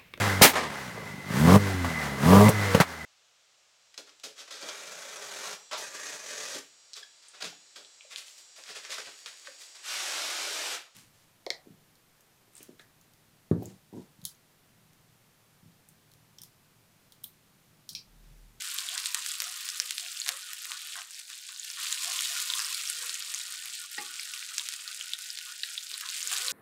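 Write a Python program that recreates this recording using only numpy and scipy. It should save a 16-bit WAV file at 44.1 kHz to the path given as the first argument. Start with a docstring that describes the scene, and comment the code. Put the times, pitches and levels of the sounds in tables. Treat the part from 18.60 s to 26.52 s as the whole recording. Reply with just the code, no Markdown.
"""Fish frying on a griddle

Coated pieces of raw fish fry in hot oil on a wide iron griddle, heard from close above.
The sizzle is thousands of tiny damped tones, with louder pops, rough steam glugs and low bubbling.
It flares and deepens as tongs lay in new pieces, and drops away in brief lulls.
Once the tongs knock on the bowl of fish: its modes ring, blurred. Kitchen echo and faint air lie around it."""
import sys
import numpy as np
from scipy import signal
from scipy.fft import rfft, irfft, next_fast_len
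from scipy.io import wavfile
from scipy.ndimage import uniform_filter1d, map_coordinates

SR = 44100
rng = np.random.default_rng(int(sys.argv[2]) if len(sys.argv) > 2 else 0)


def store_wav(level_fs):
    """Save 16-bit WAV to argv[1]."""
    pcm = np.round(np.clip(np.atleast_2d(level_fs), -1, 1) * 32767)
    wavfile.write(sys.argv[1], SR, pcm.T.astype(np.int16))


N = 349272  # length [samples]


def amp(db):
    """Decibels to gain."""
    return 10 ** (np.asarray(db) / 20)


def unit(x):
    """Scale to an rms of 1."""
    return x / np.sqrt(np.mean(x ** 2) + 1e-20)


def along(points, hz):
    """Read a curve of (frequency, value) points on a logarithmic frequency axis."""
    f, v = np.transpose(points)
    return np.interp(np.log(hz + 1), np.log(f + 1), v)


def over_time(points):
    """Read a curve of (time, value) points at every sample."""
    return np.interp(np.arange(N) / SR, *np.transpose(points))


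def wobble(rate):
    """A smooth random curve with the given number of random knots a second."""
    knots = rng.standard_normal(int(N * rate / SR) + 4)
    return map_coordinates(knots, [np.arange(N) * rate / SR])


def coloured(x, gain):
    """Filter with the given gain over frequency; nothing sounds before its cause (minimum phase)."""
    m = 2 * next_fast_len(N // 2 + SR // 4)
    log_gain = np.log(np.maximum(gain(np.fft.rfftfreq(m, 1 / SR)), 1e-6))
    cepstrum = irfft(log_gain, m)
    # folding the cepstrum onto positive times makes the filter causal
    cepstrum[1:m // 2] *= 2
    cepstrum[m // 2 + 1:] = 0
    return irfft(rfft(x, m) * np.exp(rfft(cepstrum)), m)[:N]


def coloured_by(x, points):
    """Filter with a gain curve of (frequency [Hz], gain [dB]) points."""
    return coloured(x, lambda hz: amp(along(points, hz)))


def resonances(modes):
    """Gain of a few steep-sided resonances, each (frequency [Hz], width [Hz], gain [dB])."""
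    return lambda f: sum(amp(db) / (1 + ((f - hz) / width) ** 2) ** 2 for hz, width, db in modes)


def bursts(rate, spread_db, cap_db, pitch_hz, scatter, cycles, size=160):
    """Bubbles bursting at random, each a damped sine of its own pitch, life and strength; rms 1."""
    count = int(rate * N / SR)
    start = rng.integers(0, N, count)
    hz = np.clip(pitch_hz * np.exp(scatter * rng.standard_normal(count)), 900, SR / 2.5)
    life = cycles * np.exp(rng.standard_normal(count) / 2)
    strength_db = np.minimum(spread_db * rng.exponential(size=count), cap_db)
    strength = amp(strength_db) * rng.choice([-1, 1], count)
    turns = hz[:, None] * np.arange(size) / SR
    rings = np.sin(2 * np.pi * turns) * np.exp(-turns / life[:, None]) * np.linspace(1, 0, size)
    # long-lived bubbles spread the same energy over more cycles
    rings *= (strength / np.sqrt(life))[:, None]
    places = start[:, None] + np.arange(size)
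    return unit(np.bincount(places.ravel(), rings.ravel(), N)[:N])


def patchy(x, depth_db, size=1024):
    """Groups of like-sized bubbles come and go: random patches of gain over pitch and time."""
    # patches of about 200 Hz by 50 ms; a smaller size makes them wider and briefer
    z = signal.stft(x, nperseg=size, noverlap=size * 3 // 4)[2]
    field = uniform_filter1d(rng.standard_normal(z.shape), size=5, axis=0)
    field = uniform_filter1d(field, size=9, axis=1)
    return signal.istft(z * amp(depth_db * unit(field)), nperseg=size, noverlap=size * 3 // 4)[1][:N]


def wavering(t, hz, width_hz):
    """A rough ring: a tone whose phase and strength wander at a speed set by the bandwidth."""
    parts = [map_coordinates(k, [t * width_hz], mode="wrap") for k in rng.standard_normal((2, 256))]
    drift = parts[0] + 1j * parts[1]
    return np.real(drift / np.sqrt(np.abs(drift) + 1e-9) * np.exp(2j * np.pi * hz * t))


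def strays(boil_db, over_db, spread_db, pitch_hz, scatter, length_s, count):
    """Lesser events at random moments, louder in a harder boil: rows (s, dB, pitch Hz, length s)."""
    at = rng.integers(0, N, count)
    level, pitch, length = np.clip(rng.standard_normal((count, 3)), -2, 2).T
    level_db = boil_db[at] + over_db + spread_db * level
    return list(zip(at / SR, level_db, pitch_hz * np.exp(scatter * pitch), length_s * np.exp(length / 2)))


STEADY_DB = -41.5  # the sizzle of pieces that have settled
FLARE_RISE_S, FLARE_FADE_DB_PER_S = 0.05, 11  # a flare builds fast and fades as the coating dries
LULL_EDGE_S = 0.013  # how fast a lull sets in and ends
# Wet fish meets the oil, first with an edge and then lying flat:
# (time [s], flare level [dB], hold before the fade [s])
PIECES = [(0.0, -39.5, .72), (3.182, -36, .75), (3.467, -37.5, .45), (7.473, -39.5, .5), (7.64, -37, .3)]
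# The sizzle drops away for a moment: (start [s], end [s], depth [dB], less if the lull is very short)
LULLS = [(2.426, 2.545, 6), (2.527, 2.604, 1.5), (2.606, 2.685, 7.5), (2.729, 2.88, 6), (2.905, 3.012, 3.5),
         (5.258, 5.305, 8.5), (6.56, 6.591, 7.5), (6.723, 6.824, 2.5), (6.952, 7.027, 3.5),
         (7.25, 7.287, 3.5)]


def boil():
    """How hard the oil boils, in dB: a steady sizzle, a flare for each new piece, and brief lulls."""
    t = np.arange(N) / SR
    power = amp(STEADY_DB) ** 2
    for s, db, hold in PIECES:
        rise = np.clip((t - s) / FLARE_RISE_S, 0, 1)
        flare_db = db - FLARE_FADE_DB_PER_S * np.maximum(t - s - hold, 0)
        power = power + rise * amp(flare_db) ** 2
    step = lambda s: np.tanh((t - s) / LULL_EDGE_S) / 2
    lull_db = sum(depth * (step(start) - step(end)) for start, end, depth in LULLS)
    return 10 * np.log10(power) - lull_db + .5 * wobble(15)


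# Colour of the fine bursts as recorded: (frequency [Hz], gain [dB])
FIZZ_COLOUR = [(700, -52.5), (1300, -22.5), (1900, -12.5), (2400, -5), (3700, -1.5), (5000, -1), (5900, -2),
               (7300, 2), (8800, 2.5), (9500, -2), (10300, 0.5), (11600, -5.5), (12900, -0.5), (14000, -9),
               (15400, -3.5)]


def sizzle(boil_db):
    """Fine fizz under dry crackle, sharp ticks and ringing spits; a harder boil merges them into the bed."""
    fizz = bursts(rate=6000, spread_db=3.5, cap_db=13, pitch_hz=6100, scatter=0.7, cycles=0.9, size=48)
    crackle = bursts(rate=700, spread_db=6, cap_db=16, pitch_hz=5300, scatter=0.55, cycles=1.15, size=64)
    ticks = bursts(rate=70, spread_db=6, cap_db=15, pitch_hz=11000, scatter=0.25, cycles=1.3, size=32)
    spits = bursts(rate=99, spread_db=1.5, cap_db=5.5, pitch_hz=4600, scatter=0.4, cycles=9, size=400)
    # bubbles break in small, quick clumps
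    clumps = amp(wobble(150))
    flare_db = boil_db - np.mean(boil_db)
    # now and then a raft of fine bubbles goes in one brief spurt
    spurts_db = np.clip(7 * (wobble(170) - 1.4), 0, 6)
    fizz = patchy(fizz, depth_db=1.6, size=160)
    bed = amp(-4.0 + 0.059 * flare_db + spurts_db) * unit(coloured_by(fizz, FIZZ_COLOUR))
    sharp = crackle + 0.36 * ticks + .28 * spits
    sparks = amp(-4.0 - 0.17 * flare_db) * unit(coloured_by(sharp, FIZZ_COLOUR))
    return amp(boil_db) * clumps * (bed + sparks)


SIMMER_DB, SIMMER_GROWS = 2, 1  # gain of the bubbling; its dB per dB of the boil's quick rises and lulls
# Slow course of the lower, bubbling part of the sizzle, before that gain: (time [s], level [dB])
SIMMER_LEVEL = [(0.0, -52.5), (0.8, -52.5), (1.25, -53.5), (1.45, -57.5), (1.85, -55), (2.2, -55),
                (2.53, -62.5), (3.0, -62), (3.13, -57), (3.19, -53.5), (3.38, -49.5), (3.6, -45),
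                (3.97, -50), (4.2, -50.5), (4.94, -52), (5.18, -56), (6.42, -55), (6.93, -57),
                (7.41, -56.5), (7.78, -47), (7.92, -43)]


def bubbling(boil_db):
    """Level of the larger bubbles in dB: a slow course, plus the quick rises and lulls of the boil."""
    quick_db = boil_db - uniform_filter1d(boil_db, size=SR // 3, mode="nearest")
    return over_time(SIMMER_LEVEL) + SIMMER_DB + SIMMER_GROWS * quick_db + .5 * wobble(15)


# The griddle's resonances that larger bubbles sound: (frequency [Hz], width [Hz], gain [dB])
PAN_MODES = [(1045, 134, -4.5), (1229, 83, -4.5), (1453, 95, 0), (1640, 240, -8), (1866, 180, -0.5),
             (2190, 135, -7.5), (2520, 91, -2)]


def simmer(boil_db):
    """A dense crowd of larger bubbles sounds the griddle's resonances."""
    large = bursts(rate=2200, spread_db=2.5, cap_db=9, pitch_hz=1800, scatter=0.3, cycles=1, size=128)
    ringing = patchy(coloured(large, resonances(PAN_MODES)), depth_db=3)
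    return amp(bubbling(boil_db) - 3.0) * unit(ringing)


PLOP_DB, PLOP_HZ = -11, 1880  # level against the bubbling, typical pitch


def plops(boil_db):
    """Now and then one large bubble snaps open above the rest of the bubbling."""
    snaps = bursts(rate=70, spread_db=6, cap_db=11.0, pitch_hz=PLOP_HZ, scatter=0.28, cycles=0.34, size=96)
    # (Hz, dB)
    colour = [(600, -33.0), (1000, -20.0), (1300, 5.0), (2400, -2.0), (6000, -16)]
    return amp(bubbling(boil_db) + PLOP_DB) * unit(coloured_by(snaps, colour))


# The griddle's deepest resonances: (frequency [Hz], width [Hz], gain [dB])
DEEP_MODES = [(425, 48, -25), (498, 137, -6.5), (727, 110, -3.5), (1038, 170, 0)]


def murmur(boil_db):
    """The griddle's deepest resonances swell faster than the bubbling, so they mostly speak in a hard boil."""
    simmer_db = bubbling(boil_db)
    deep = bursts(rate=900, spread_db=5.5, cap_db=16.5, pitch_hz=1210, scatter=0.36, cycles=0.6, size=64)
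    flare_db = simmer_db - np.mean(simmer_db)
    ringing = patchy(coloured(deep, resonances(DEEP_MODES)), depth_db=4.5)
    return amp(simmer_db - 24.0 + 0.5 * flare_db) * unit(ringing)


EDGE_DB_PER_HZ = 0.1  # how steeply the frying falls below its lower edge, down to 30 dB
EDGE_WANDER_HZ, GURGLE_DB = 85, 2.5  # how far the edge wanders; how much the gurgle just above it stands out
# Lower edge of the frying, before its wandering: (time [s], frequency [Hz])
LOWER_EDGE = [(0.0, 1380), (0.1, 1110), (0.6, 990), (0.72, 1210), (1.25, 1070), (1.5, 1300), (2.3, 1240),
              (2.65, 1480), (3.12, 1490), (3.22, 1120), (3.55, 1010), (4.1, 1110), (4.6, 1260), (5.1, 1357),
              (6.15, 1240), (6.5, 1370), (7.52, 1306), (7.72, 1020)]


def lower_edged(x):
    """The frying ends in a steep, wandering lower edge, with a gurgle just above it."""
    hz, t, z = signal.stft(x, SR, nperseg=512, noverlap=384)
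    slow = lambda rate: np.interp(t, np.arange(N) / SR, wobble(rate))
    edge_hz = np.interp(t, *np.transpose(LOWER_EDGE)) + EDGE_WANDER_HZ * slow(13)
    below = edge_hz - hz[:, None]
    gurgle_db = GURGLE_DB * np.maximum(1 + slow(22), 0) * np.exp(-((below + 40) / 130) ** 2)
    gain_db = gurgle_db - np.clip(below * EDGE_DB_PER_HZ, 0, 30)
    return signal.istft(z * amp(gain_db), SR, nperseg=512, noverlap=384)[1][:N]


# Gain of the treble, fading in from 8.5 kHz and full from 11 kHz: (time [s], level [dB])
TREBLE_LEVEL = [(0, 0.5), (1.4, 1.5), (2.5, -1.2), (3.7, 1.5), (5.2, -0.9), (7.0, 0), (7.9, 1)]
# The quiet sizzle briefly sounds hollow:
# (middle [s], length each side [s], pitch [Hz], width each side [Hz], depth [dB])
HOLLOWS = [(2.647, 0.058, 2900, 400, 8), (2.96, .04, 2250, 250, 12)]


def shaded(x):
    """The top of the sizzle slowly brightens and dulls; its middle twice turns hollow for a moment."""
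    hz, t, z = signal.stft(x, SR, nperseg=512, noverlap=384)
    hz = hz[:, None]
    treble_db = np.interp(t, *np.transpose(TREBLE_LEVEL)) * np.clip((hz - 8500) / 2500, 0, 1)
    hollow_db = sum(depth * np.exp(-((t - s) / length) ** 2 - ((hz - pitch) / width) ** 2)
                    for s, length, pitch, width, depth in HOLLOWS)
    return signal.istft(z * amp(treble_db - hollow_db), SR, nperseg=512, noverlap=384)[1][:N]


# Colour of the kitchen air: (frequency [Hz], relative level [dB per Hz])
AIR_COLOUR = [(20, 1.5), (60, -5), (120, 3), (400, 1.5), (900, 7.5), (2000, -6), (8000, -33)]


def air():
    """Faint, steady noise of the kitchen air."""
    return amp(-79.0) * unit(coloured_by(rng.standard_normal(N), AIR_COLOUR))


# How long the kitchen walls answer: (frequency [Hz], time to fall 60 dB [s])
ROOM_DECAY = [(300, 0.24), (2000, 0.22), (6000, 0.091), (14000, 0.041)]


def kitchen(x):
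    """The walls answer with a short noise tail whose treble dies first; its fine detail is redrawn every 0.2 s."""
    out, hop = np.zeros(N + SR), SR // 5
    x, fade = np.pad(x, (hop, 2 * hop)), signal.windows.hann(2 * hop, sym=False)
    # overlapping stretches of sound each get a new random tail
    for start in range(0, N + hop, hop):
        hz, t, z = signal.stft(rng.standard_normal(SR // 3), SR, nperseg=256)
        decay = amp(-60 * t / along(ROOM_DECAY, hz)[:, None])
        tail = signal.istft(z * decay, SR, nperseg=256)[1]
        stretch = x[start:start + 2 * hop] * np.sqrt(fade)
        answer = signal.fftconvolve(stretch, tail / np.linalg.norm(tail))
        out[start + SR // 400:][:len(answer)] += answer  # 2.5 ms late
    return out[hop:][:N]


# Lesser pops: peak over the boil, typical pitch and nominal ring time
STRAY_POP_DB, STRAY_POP_HZ, STRAY_POP_T60_S = 13.5, 4560, 0.0022
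STRAY_POP_GROWS = 0.57  # dB that lesser pops gain per dB of flare; in a lull they sink with the boil
OVERTONE_RATIO, SNAP_T60_S = 2.09, .0011  # second mode over the first; a ring this short is mostly snap
SNAP_BODY, SNAP_BODY_HZ = 0.17, 2360  # the duller swing under a snap: share and pitch
# The loudest drops of water bursting in the oil, before colouring:
# (time [s], peak level [dB], pitch [Hz], nominal ring time [s], strength of the overtone [0-1])
LOUD_POPS = [(0.0221, -17, 7800, 0.0009, .1), (0.143, -22, 13000, 0.02, 0),
             (0.1863, -13.5, 3540, .0032, 0.54), (0.2881, -21, 3400, .008, 0.25),
             (0.352, -23, 7440, .004, 0), (0.358, -27, 1480, 0.0042, 0.4), (0.3786, -12, 4300, 0.0019, 1),
             (0.4407, -21, 3670, .002, .4), (0.4586, -11, 3940, 0.0022, 0.86),
             (0.5448, -23, 8000, .004, 0.2), (0.5463, -6.5, 5300, 0.001, 1), (0.6624, -13, 4200, .0015, .7),
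             (0.717, -17.5, 7100, 0.0022, .1), (0.8029, -9, 4900, 0.0018, .5),
             (0.8204, -12.5, 12600, .0016, 0), (0.841, -22, 5700, 0.0036, .1),
             (1.0499, -21.5, 14400, 0.0025, 0), (1.089, -14, 5200, 0.0015, 0.3),
             (1.1012, -23, 5200, .004, .1), (1.174, -26, 11100, 0.0025, 0),
             (1.2002, -7.5, 5280, 0.0022, .02), (1.3085, -10, 3900, 0.00079, .8),
             (1.3812, -13, 3630, 0.0017, 0.4), (1.3975, -17.5, 6400, 0.0011, .1),
             (1.601, -21.5, 6800, 0.007, 0), (1.617, -20.5, 4300, 0.0093, 0.2),
             (1.663, -17.5, 3660, .0018, 0.5), (1.6763, -16, 5600, 0.0011, .3),
             (1.6829, -11, 4920, 0.00072, .4), (1.6905, -5.5, 4470, .0012, 0.7),
             (1.9333, -14.5, 11800, 0.0012, 0), (2.0205, -28, 11250, .007, 0),
             (2.0545, -18, 12200, .0015, 0), (2.1184, -16.5, 3150, 0.0014, 0.6),
             (2.2715, -23.5, 11700, 0.0019, 0), (2.356, -27.5, 1600, 0.0066, .6),
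             (2.418, -26, 2590, 0.0024, .5), (2.5083, -27, 7500, 0.0016, .2), (2.962, -28, 4200, .003, 0.2),
             (2.997, -26, 6750, 0.013, 0), (3.0448, -26, 11600, 0.0027, 0),
             (3.1016, -22, 5370, .0033, 0.14), (3.3196, -18, 5600, 0.00089, 0.3),
             (3.326, -14, 6840, 0.004, 0.2), (3.3275, -20, 3800, .006, 0.3), (3.345, -20, 4020, 0.0036, .4),
             (3.446, -13.5, 4460, 0.001, 0.5), (3.591, -18, 3270, .006, 0.05),
             (3.608, -13, 5400, 0.0016, .2), (3.657, -21, 3700, .0047, .2),
             (3.8012, -14, 4300, 0.0012, 0.4), (3.9015, -15.5, 3660, 0.0072, 0.25),
             (3.9369, -16.5, 3500, .0075, 0.25), (3.9844, -17, 6760, .003, .1),
             (3.9934, -13, 6100, .0007, .2), (4.0017, -18.5, 4900, .0041, 0.1),
             (4.0467, -21.5, 5070, 0.0097, .1), (4.067, -21, 7500, 0.0022, .1),
             (4.1464, -16, 4270, 0.0049, 0.8), (4.275, -22.5, 5500, 0.0087, 0),
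             (4.2996, -11, 8840, 0.0022, 0.2), (4.495, -14.5, 4100, 0.0021, .2),
             (4.5428, -19.5, 6660, 0.0028, 0), (4.6242, -24, 4900, 0.004, 0),
             (4.7401, -15, 5300, 0.00064, .3), (4.7464, -17, 6400, 0.0052, .1),
             (4.9034, -26, 14200, .004, 0), (5.0576, -18.5, 10700, 0.0016, 0),
             (5.3144, -27, 11700, .004, 0), (5.595, -28, 2260, 0.0093, .3), (5.597, -25, 4950, .007, 0.1),
             (5.6328, -27, 9800, .004, 0), (5.675, -24, 3600, 0.0012, .5), (5.737, -22, 2700, .005, .8),
             (5.777, -22, 4200, 0.0017, 0.3), (5.826, -29.5, 2670, .018, .2),
             (5.9819, -9.5, 5800, 0.0015, 0), (5.9957, -19, 3630, 0.0053, 0.17),
             (6.088, -13, 4500, 0.00074, 0.7), (6.124, -20, 4150, 0.0013, .3), (6.138, -17, 4040, .001, 1),
             (6.278, -23.5, 4350, 0.0046, .1), (6.411, -23.5, 3060, 0.0081, 0.36),
             (6.535, -16, 3540, 0.0062, 0.22), (6.5888, -22.5, 10200, .0018, 0),
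             (6.7034, -23, 4900, 0.0076, 0.2), (6.7741, -22.5, 3700, 0.0027, 0.17),
             (6.788, -19, 4400, 0.0016, 0.1), (7.0337, -19.5, 4190, .016, 0),
             (7.036, -24.5, 2560, 0.015, .1), (7.1779, -24, 4040, 0.023, .1),
             (7.3153, -21, 3940, 0.0019, .5), (7.341, -24, 4060, .008, 0.15),
             (7.3788, -24.5, 10000, 0.0032, 0), (7.4107, -16, 13800, 0.0019, 0),
             (7.489, -22, 3960, .005, 0.3), (7.5014, -21.5, 6400, .003, .1), (7.6286, -20, 6430, .0043, 0),
             (7.6742, -16.5, 6900, .0031, 0), (7.7155, -17, 4500, .0012, .4),
             (7.7286, -15, 6850, .0027, .1), (7.7674, -15, 4400, 0.0013, .3),
             (7.7833, -14.5, 6840, .0012, .1), (7.8827, -16.5, 4030, .0073, .2),
             (7.9037, -17, 13300, .0025, 0)]
# Colour of the pops as recorded: little bass, notched treble: (frequency [Hz], gain [dB])
POP_COLOUR = [(40, -18.5), (150, -21.5), (500, -22), (1000, -9), (1600, 3), (9000, 2), (11600, -2.5),
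              (12900, -3), (14000, -8), (15200, -4)]


def pops(boil_db):
    """A drop bursts with a sharp pressure swing; its cavity rings briefly in two modes at a sinking pitch."""
    out, t = np.zeros(N + SR), np.arange(SR // 40) / SR
    heat_db = np.minimum(boil_db, STEADY_DB + STRAY_POP_GROWS * (boil_db - STEADY_DB))
    lesser = strays(heat_db, STRAY_POP_DB, spread_db=1.8, pitch_hz=STRAY_POP_HZ, scatter=0.27,
                    length_s=STRAY_POP_T60_S, count=36)
    for s, db, hz, t60, overtone in LOUD_POPS + [(*row, .25) for row in lesser]:
        phase = 2 * np.pi * hz * np.cumsum(1 + 0.12 * np.exp(-t / 0.00022)) / SR
        second = overtone * (OVERTONE_RATIO * hz < SR / 2) * np.sin(OVERTONE_RATIO * phase)
        # the ring builds up over its first cycle
        build_up = 1 - np.exp(-t * hz / 0.68)
        ring = (np.sin(phase) + second) * amp(-60 * t / (0.7 * t60)) * build_up

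        def swing(pitch_hz):
            """One pressure swing, about two thirds of a ring cycle after the start."""
            bend = 2 * (np.pi * pitch_hz * (t - 0.68 / hz)) ** 2 - 1
            return bend * np.exp(-(np.pi * pitch_hz * (t - 0.706 / hz)) ** 2)

        # the shorter the ring, the more violent the snap
        edge = min(SNAP_T60_S / t60, 1.5) ** 2 * swing(7400)
        body = SNAP_BODY * min(2 * SNAP_T60_S / t60, 2) * swing(SNAP_BODY_HZ)
        # flying droplets hiss on the hot iron
        spray = 0.12 * rng.standard_normal(len(t)) * amp(-60 * t / 0.018)
        # a long-lived cavity tears into smaller ones, which roughens its ring
        torn = min(t60 / .017, .93) ** 3
        tearing = wavering(t, hz, width_hz=1820) * amp(-60 * t / (1.03 * t60))
        pop = edge + body + (1 - torn) * ring / np.abs(ring).max() + torn * tearing
        out[round(s * SR):][:len(t)] += amp(db) * (pop / np.abs(pop).max() + spray)
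    return coloured_by(out[:N], POP_COLOUR)


GLUG_RISE = 0.022  # share by which a glug's pitch rises over its length
HOLLOW_HZ, HOLLOW_DB = 1140, -3  # the gap under the fish rings along with every pocket
# Lesser pockets: level against the boil, typical pitch and length
STRAY_GLUG_DB, STRAY_GLUG_HZ, STRAY_GLUG_S = -28, 1240, 0.021
# The largest steam pockets escaping from under the fish:
# (middle [s], relative level [dB], pitch [Hz], length [s])
LARGE_GLUGS = [(0.165, -59.5, 1100, 0.071), (0.253, -66, 702, 0.04), (0.337, -53.5, 716, 0.04),
               (0.542, -58.5, 1020, 0.17), (0.683, -72, 439, .04), (0.833, -62, 540, 0.026),
               (0.882, -58, 721, 0.05), (1.228, -65.5, 514, 0.05), (1.449, -59, 710, 0.043),
               (1.695, -50.5, 714, 0.025), (1.73, -58.5, 537, 0.062), (2.133, -55.5, 1105, 0.063),
               (2.388, -58, 713, 0.05), (3.486, -49, 720, 0.04), (3.557, -55.5, 1014, 0.11),
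               (3.719, -57, 698, 0.042), (3.922, -69, 524, 0.09), (3.985, -47, 1196, .05),
               (4.433, -62, 491, 0.11), (5.252, -57.5, 1178, .025), (5.753, -56, 1224, 0.04),
               (6.01, -57, 980, 0.024), (6.886, -56, 1217, 0.035), (7.336, -70, 432, 0.035),
               (7.35, -57, 1210, 0.024), (7.462, -56, 1058, 0.048), (7.657, -65, 449, .04),
               (7.73, -51, 760, 0.028), (7.74, -62, 483, .06), (7.808, -57, 763, 0.053),
               (7.81, -61, 417, 0.0302), (7.855, -55, 475, 0.0454), (7.895, -52.5, 515, 0.05)]


def steam(boil_db):
    """Each pocket of steam swells and fades as a short, rough glug that rises a little in pitch."""
    out, t = np.zeros(N + SR), np.arange(SR // 2) / SR
    lesser = strays(boil_db, STRAY_GLUG_DB, spread_db=2.5, pitch_hz=STRAY_GLUG_HZ, scatter=0.094,
                    length_s=STRAY_GLUG_S, count=16)
    for s, db, hz, length in LARGE_GLUGS + lesser:
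        swell = np.exp(-2.4 * ((t - 1 / 4) / length) ** 2)
        rising = 1 + GLUG_RISE * (t - 1 / 2) / 2 / length
        # smaller, higher pockets are damped more and so sound broader
        pocket = wavering(t, hz * rising, width_hz=80 + .04 * hz)
        hollow = amp(HOLLOW_DB) * wavering(t, HOLLOW_HZ, width_hz=160)
        out[round(s * SR):][:len(t)] += amp(db + 1.0) * swell * (pocket + hollow)
    # each swell peaks a quarter second in, so shift it back onto its time
    return out[SR // 4:][:N]


# Wet coating meets the oil and boils up at once:
# (time [s], relative level [dB], time to fall 60 dB [s], rise [s], lowest pitch [Hz])
GULPS = [(0.353, -44.5, 0.27, 0.0047, 840), (0.55, -43, 0.22, 0.0036, 895),
         (1.661, -40.5, 0.086, 0.00091, 600), (1.677, -47.5, 0.39, 0.0037, 450),
         (2.1, -45.5, 0.22, .008, 855), (2.356, -45.5, 0.3, 0.0087, 600), (2.687, -58, 0.38, 0.014, 1150),
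         (2.885, -57, 0.39, 0.0037, 1000), (3.155, -48, .7, 0.034, 1110), (3.986, -44.5, 0.4, .004, 930),
         (4.425, -48.5, 0.2, .004, 850), (7.41, -48, 0.33, 0.022, 1010), (7.713, -44.5, 0.3, 0.0037, 750)]
# Colour of such a gulp: (frequency [Hz], gain [dB])
GULP_COLOUR = [(300, -32), (500, -8), (700, -9), (1050, 10), (1450, 11.5), (2000, 14.5), (3200, -35),
               (8000, -46)]


def gulps():
    """A sudden crowd of large bubbles that swells and dies away quickly."""
    out, t = np.zeros(N + SR), np.arange(SR) / SR
    crowd = bursts(rate=1500, spread_db=7, cap_db=12, pitch_hz=1250, scatter=0.27, cycles=0.5, size=96)
    crowd = np.pad(unit(coloured_by(crowd, GULP_COLOUR)), (0, SR))
    for s, db, t60, rise, lowest_hz in GULPS:
        fall_db = 60 * np.maximum(t - rise, 0) / t60
        swell = np.minimum(t / rise, 1) * amp(db + 2.5 - fall_db)
        edge = signal.butter(8, lowest_hz, "highpass", fs=SR, output="sos")
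        out[round(s * SR):][:SR] += signal.sosfilt(edge, swell * crowd[round(s * SR):][:SR])
    return out[:N]


# Steel tongs against the bowl: (time [s], relative level [dB])
KNOCKS = [(5.3791, -28.5), (5.3814, -31.5)]
# The bowl's ringing modes: (frequency [Hz], relative level [dB], time to fall 60 dB [s])
BOWL_MODES = [(195, -12, 0.19), (305, -12.5, 0.38), (388, -4.5, 0.22), (463, -16, 0.28), (812, -1.5, 0.2),
              (1192, -9, 0.7), (1380, 0, .05), (1630, 10, 0.023), (1906, 6, 0.07), (2010, 9, 0.075),
              (2580, 0, 0.17), (4430, 5, 0.11)]


def knock():
    """The tongs hit the bowl and bounce once; the wet fish in it roughens and damps the ring."""
    out, t = np.zeros(N + SR), np.arange(SR // 2) / SR
    for s, db in KNOCKS:
        # the higher the mode, the more the wet fish blurs it
        ring = sum(amp(level - 60 * t / t60) * wavering(t, hz, width_hz=80 + hz ** 2 / 14000)
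                   for hz, level, t60 in BOWL_MODES)
        tick = rng.standard_normal(len(t)) * amp(-60 * t / 0.013)
        out[round(s * SR):][:len(t)] += amp(db - 11.5) * (ring + tick) * (1 - np.exp(-t / 0.0012))
    return coloured_by(out[:N], [(60, -41), (220, -2.0)])


def scene():
    """Griddle and bowl in the kitchen, over faint air noise; the boil drives most layers of the frying."""
    boil_db = boil()
    frying = shaded(lower_edged(sizzle(boil_db) + simmer(boil_db) + plops(boil_db)))
    near = frying + murmur(boil_db) + pops(boil_db) + gulps() + knock()
    return (near + amp(-13.0) * kitchen(near) + steam(boil_db) + air())[None]


TOP_HZ = 15650  # upper band limit


def record(dry):
    """The recorder keeps nothing above its band limit."""
    m = next_fast_len(N + SR // 2)
    return irfft(rfft(dry, m) * (np.fft.rfftfreq(m, 1 / SR) < TOP_HZ), m)[..., :N]


dry = scene()
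out = record(dry)
store_wav(out)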